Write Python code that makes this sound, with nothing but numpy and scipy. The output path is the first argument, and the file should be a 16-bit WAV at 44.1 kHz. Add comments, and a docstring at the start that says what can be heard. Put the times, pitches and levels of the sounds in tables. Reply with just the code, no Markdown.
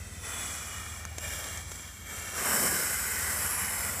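"""Outdoors on grass, one microphone about a metre from a canister spraying gas into a plastic bottle.
From the start a slow engine thuds far off, over a faint wash of open air. The hiss comes in uneven
pushes and rings in the bottle's neck, the ringing sinking as heavy gas fills the bottle. From half
a second in, nozzle and plastic click a few times. At about 2.4 s the valve opens fully, and a
sputtering jet runs on to the end."""
import sys
import numpy as np
from scipy import signal
from scipy.fft import rfft, irfft
from scipy.io import wavfile
from scipy.ndimage import uniform_filter1d

SR = 44100
rng = np.random.default_rng(int(sys.argv[2]) if len(sys.argv) > 2 else 0)


def pcm_store(signal):
    """Save signal as 16-bit PCM."""
    levels = np.round(np.clip(np.atleast_2d(signal), -1, 1) * 32767)
    wavfile.write(sys.argv[1], SR, levels.astype(np.int16).T)


N = 176400  # 4 s

# The open air around the microphone. 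Each row: frequency in Hz, relative level in dB.
AIR_SPECTRUM = [(20, -42), (55, 10), (100, -2.5), (200, -3.5), (400, -19), (1500, -33), (6000, -19),
                (15000, -39)]
# One exhaust thud, heard from far off. Each row: frequency in Hz, relative level in dB.
THUD_SPECTRUM = [(18, -45), (38, -35), (56, -12.5), (75, 7.5), (95, 5), (115, -8.5), (160, -18.5),
                 (200, -16.5), (280, -32.5)]
# The engine's pace. Each row: time in seconds, firings per second.
FIRING_RATE = [(0, 18.0), (.5, 18.8), (.8, 19.4), (1.1, 19.7), (1.45, 20.4), (1.87, 21.6), (2.3, 20.3),
               (2.73, 18.6), (3.13, 18.2), (3.62, 17.6), (4, 17.4)]
# The engine at the microphone. Each row: time in seconds, level in dB.
ENGINE_LEVEL = [(0, -42.5), (.5, -48), (.9, -45.5), (1.5, -46.5), (1.9, -48), (2.7, -51.5), (3.3, -45),
                (4, -44)]
# The pushes of gas. Each row: time in seconds, relative levels of high hiss and low rush in dB.
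GAS_FLOW = [(0, -50, -52), (.218, -48.5, -51), (.25, -42, -43), (.42, -39, -41.5), (.7, -42, -45),
            (.97, -45, -48.5), (1.07, -51, -51), (1.17, -51, -51.5), (1.222, -43, -49), (1.236, -39.5, -42),
            (1.36, -39.5, -43.5), (1.585, -43, -43.5), (1.62, -46, -48.5), (1.67, -47.5, -50),
            (1.73, -44, -48.5), (1.86, -47, -49.5), (1.95, -49.5, -53.5), (2.04, -52, -52.5),
            (2.1, -44, -46), (2.18, -42, -44), (2.31, -42.5, -46), (2.37, -34.5, -39), (2.47, -31, -33.5),
            (2.62, -28, -34.5), (2.78, -30.5, -35.5), (2.93, -32, -37.5), (3.04, -33.5, -39),
            (3.15, -33, -37.5), (3.55, -33.5, -37.5), (3.65, -35, -38.5), (3.8, -34, -39), (4, -35.5, -40)]
# The gentle jet from a metre away. Each row: frequency in Hz, relative level in dB.
GENTLE_SPECTRUM = [(60, -16), (190, -6.5), (320, -10), (560, -6.5), (780, -6), (940, -9), (1300, -2.5),
                   (2100, -7), (2600, -15), (3600, -11), (4300, -12.5), (4900, -12), (5700, -4.5),
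                   (6700, -4), (7500, -1), (8300, -3.5), (9100, -10.5), (10000, -3.5), (11000, -10),
                   (12000, -19), (13200, -9), (14000, -18.5), (14600, -11), (15500, -32)]
# The jet with the valve wide open. Each row: frequency in Hz, relative level in dB.
FULL_SPECTRUM = [(60, -42), (115, -20), (160, -3), (205, -5), (300, -14.5), (400, -9), (600, -9),
                 (780, -6.5), (1000, -6), (1500, -1), (2100, -1.5), (2700, -9.5), (3050, -6.5), (3500, -20),
                 (3800, -15), (4250, -18), (5300, -7.5), (6300, -11), (7000, -6), (7700, -0.5), (8400, -4),
                 (8950, -2.5), (9400, -7.5), (10500, -5.5), (11550, -6.5), (12000, -15), (12500, -6.5),
                 (13200, -3.5), (14100, -11.5), (14700, -14), (15500, -19)]
# Resonances and notches of neck and nozzle. Each row: settled frequency in Hz, width in Hz,
# lift in the gentle jet in dB, lift in the full jet in dB.
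NECK_RESONANCES = [(1310, 92, 2, -3.5), (1765, 120, 9, -2.5), (2263, 240, 12.5, -3), (2560, 130, -6, -3),
                   (2803, 196, 14, -7.5), (2900, 110, -18.5, 0), (3170, 254, 11.5, -5),
                   (6500, 180, -6.5, -2.5), (6600, 250, -2.5, 2), (7340, 110, 8.5, -1)]
# Passing swells in single bands of the jet. Each row: peak time in seconds, length in seconds,
# frequency in Hz, glide in Hz per second, width in Hz, lift in dB.
BAND_SWELLS = [(2.614, 0.27, 540, 0, 950, 6.5), (3.59, 0.47, 10800, 0, 1500, 7.5),
               (2.43, .6, 5610, -1200, 360, 6), (0.43, 0.4, 10260, -500, 700, 6.5),
               (2.08, 0.41, 12700, 0, 950, 10), (1.15, 1, 13350, -300, 650, 7.5),
               (2.1, 0.24, 8350, -300, 420, 5), (2.36, .6, 3130, -200, 220, 2), (.8, 0.24, 1240, 0, 100, 7),
               (0.458, 0.034, 180, 0, 150, 12.5), (0.31, 0.9, 7650, -900, 540, 4.5)]
# Handling of canister and bottle. 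Each row: start in seconds, crackle level in dB,
# knock level in dB, crackle decay in seconds.
NOZZLE_SLIPS = [(0.501, -48, -45, 0.0009), (1.052, -28, -33, 0.0012), (1.1831, -29.5, -28, 0.0037),
                (1.4425, -32, -50, .002), (1.574, -35, -43, 0.0036), (1.717, -33.5, -37, .003),
                (3.637, -40, -48, 0.00093)]
# The plastic's crackle. Each row: frequency in Hz, relative level in dB.
CRACKLE_SPECTRUM = [(150, -14), (700, -2.5), (1400, -0.5), (2400, -3), (4000, -10.5), (6300, 2), (7600, -1),
                    (9000, -8), (10200, -8), (12000, -18), (13500, -10), (15500, -26)]


def amp(db):
    """Decibels to gain."""
    return 10 ** (np.asarray(db) / 20)


def unit(x):
    """Scales to an rms of one."""
    return x / np.sqrt(np.mean(x ** 2) + 1e-20)


def spectrum(points, hz):
    """Reads a table of dB on a log-frequency axis."""
    f, db = np.transpose(points)
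    return np.interp(np.log(hz + 1), np.log(f + 1), db)


def curve(table, t):
    """Reads every column of a table at the times t."""
    times, *columns = np.transpose(table)
    return [np.interp(t, times, column) for column in columns]


def bell(x, centre, width):
    """A bump of height one with the given full width at half height."""
    return .5 ** ((2 * (x - centre) / width) ** 2)


def colour(x, points):
    """Passes x through a causal filter of unit energy with the given spectrum."""
    hz = abs(np.fft.fftfreq(N, 1 / SR))
    log_gain = np.log(amp(spectrum(points, hz)))
    minimum_phase = np.exp(np.conj(signal.hilbert(log_gain)))
    response = np.fft.ifft(minimum_phase).real[:N // 2]
    return signal.fftconvolve(x, response / np.linalg.norm(response))[:N]


def wander(hz):
    """Random motion of unit rms, up to about the given rate."""
    lowpass = bell(np.fft.rfftfreq(N, 1 / SR), 0, 2 * hz)
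    return unit(irfft(rfft(rng.standard_normal(N)) * lowpass, N))


def open_air(level_db=-50):
    """A faint, low wash of outdoor noise."""
    return amp(level_db) * unit(colour(rng.standard_normal(N), AIR_SPECTRUM))


def distant_engine(spread_db=1.6):
    """Far off, each firing sends one dull thud out of the exhaust."""
    t = np.arange(N) / SR
    rate, = curve(FIRING_RATE, t)
    level_db, = curve(ENGINE_LEVEL, t)
    firings = np.diff(np.floor(np.cumsum(rate) / SR), prepend=-1)
    strength = amp(spread_db * rng.standard_normal(N))
    treble_cut = [(600, -106), (2000, -100)]  # Hz, dB
    thuds = colour(firings * strength, THUD_SPECTRUM + treble_cut)
    return amp(level_db) * unit(thuds)


def turbulence(sputter_db=.8, sputter_hz=385, flutter_db=.5, flutter_hz=27,
               drops_per_s=2000, drop_share=.084):
    """Gas leaves the nozzle as fluttering, sputtering noise with a spatter of liquid droplets."""
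    gas = rng.standard_normal(N) * amp(sputter_db * wander(sputter_hz))
    polarity = rng.choice([-1, 1], N)
    drop_db = np.minimum(rng.exponential(1, N), 4)
    drops = polarity * amp(drop_db) * (rng.random(N) < drops_per_s / SR)
    spray = np.sqrt(1 - drop_share) * unit(gas) + np.sqrt(drop_share) * unit(drops)
    return spray * amp(flutter_db * wander(flutter_hz))


def gas_jet(open_at_s=2.41, opening_s=.15, crossover_hz=4050, sink_s=.69, patch_db=1.9):
    """A metre from the microphone, turbulence is coloured by the valve and rings in the bottle's neck."""
    frames = dict(fs=SR, nperseg=1024, noverlap=768)
    hz, t, bands = signal.stft(turbulence(), **frames)
    hz = hz[:, None]
    hiss_db, rush_db = curve(GAS_FLOW, t)
    treble = 1 - .5 ** ((hz / crossover_hz) ** 4)
    db = treble * (hiss_db + 8.5) + (1 - treble) * (rush_db + 14)
    opened = np.clip((t - open_at_s) / opening_s + .5, 0, 1)
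    db += (1 - opened) * spectrum(GENTLE_SPECTRUM, hz) + opened * spectrum(FULL_SPECTRUM, hz)
    stretch = 1 + .15 * np.exp(-t / sink_s)  # resonances sink as heavy gas fills the bottle
    for centre, width, gentle_db, full_db in NECK_RESONANCES:
        db += bell(hz, centre * stretch, width) * ((1 - opened) * gentle_db + opened * full_db)
    for peak_s, length, centre, glide, width, lift_db in BAND_SWELLS:
        db += lift_db * bell(t, peak_s, length) * bell(hz, centre + glide * (t - peak_s), width)
    # the tone wavers in random patches of about 200 Hz by 0.3 s
    patches = uniform_filter1d(rng.standard_normal(bands.shape), size=5, axis=0)
    patches = uniform_filter1d(patches, size=50, axis=1)
    db += patch_db * unit(patches)
    return signal.istft(bands * amp(db), **frames)[1][:N]


def nozzle_clicks(knock_hz=660, knock_decay_s=.0012, tail_db=-20.5, tail_decay_s=.007):
    """Each slip of the nozzle is a short crackle in the plastic and a dull knock."""
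    crackle, knock = np.zeros((2, N))
    for start_s, crackle_db, knock_db, decay_s in NOZZLE_SLIPS:
        start = round(start_s * SR)
        t = np.arange(N - start) / SR
        envelope = np.exp(-t / decay_s) + amp(tail_db) * np.exp(-t / tail_decay_s)
        crackle[start:] += amp(crackle_db) * envelope * rng.standard_normal(N)[:len(t)]
        knock[start:] += amp(knock_db) * np.exp(-t / knock_decay_s) * np.sin(2 * np.pi * knock_hz * t)
    return colour(crackle, CRACKLE_SPECTRUM) + knock


def scene():
    """One microphone in the open air: jet and clicks close by, the engine far behind."""
    air = open_air()
    close_by = gas_jet() + nozzle_clicks()
    return (air + close_by + distant_engine())[None]


def record(dry):
    """The recorder cuts off steeply at the top of the treble."""
    lowpass = signal.firwin(901, cutoff=15560, window=("kaiser", 9), fs=SR)
    return signal.oaconvolve(dry, lowpass[None], "same")


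dry = scene()
out = record(dry)
pcm_store(out)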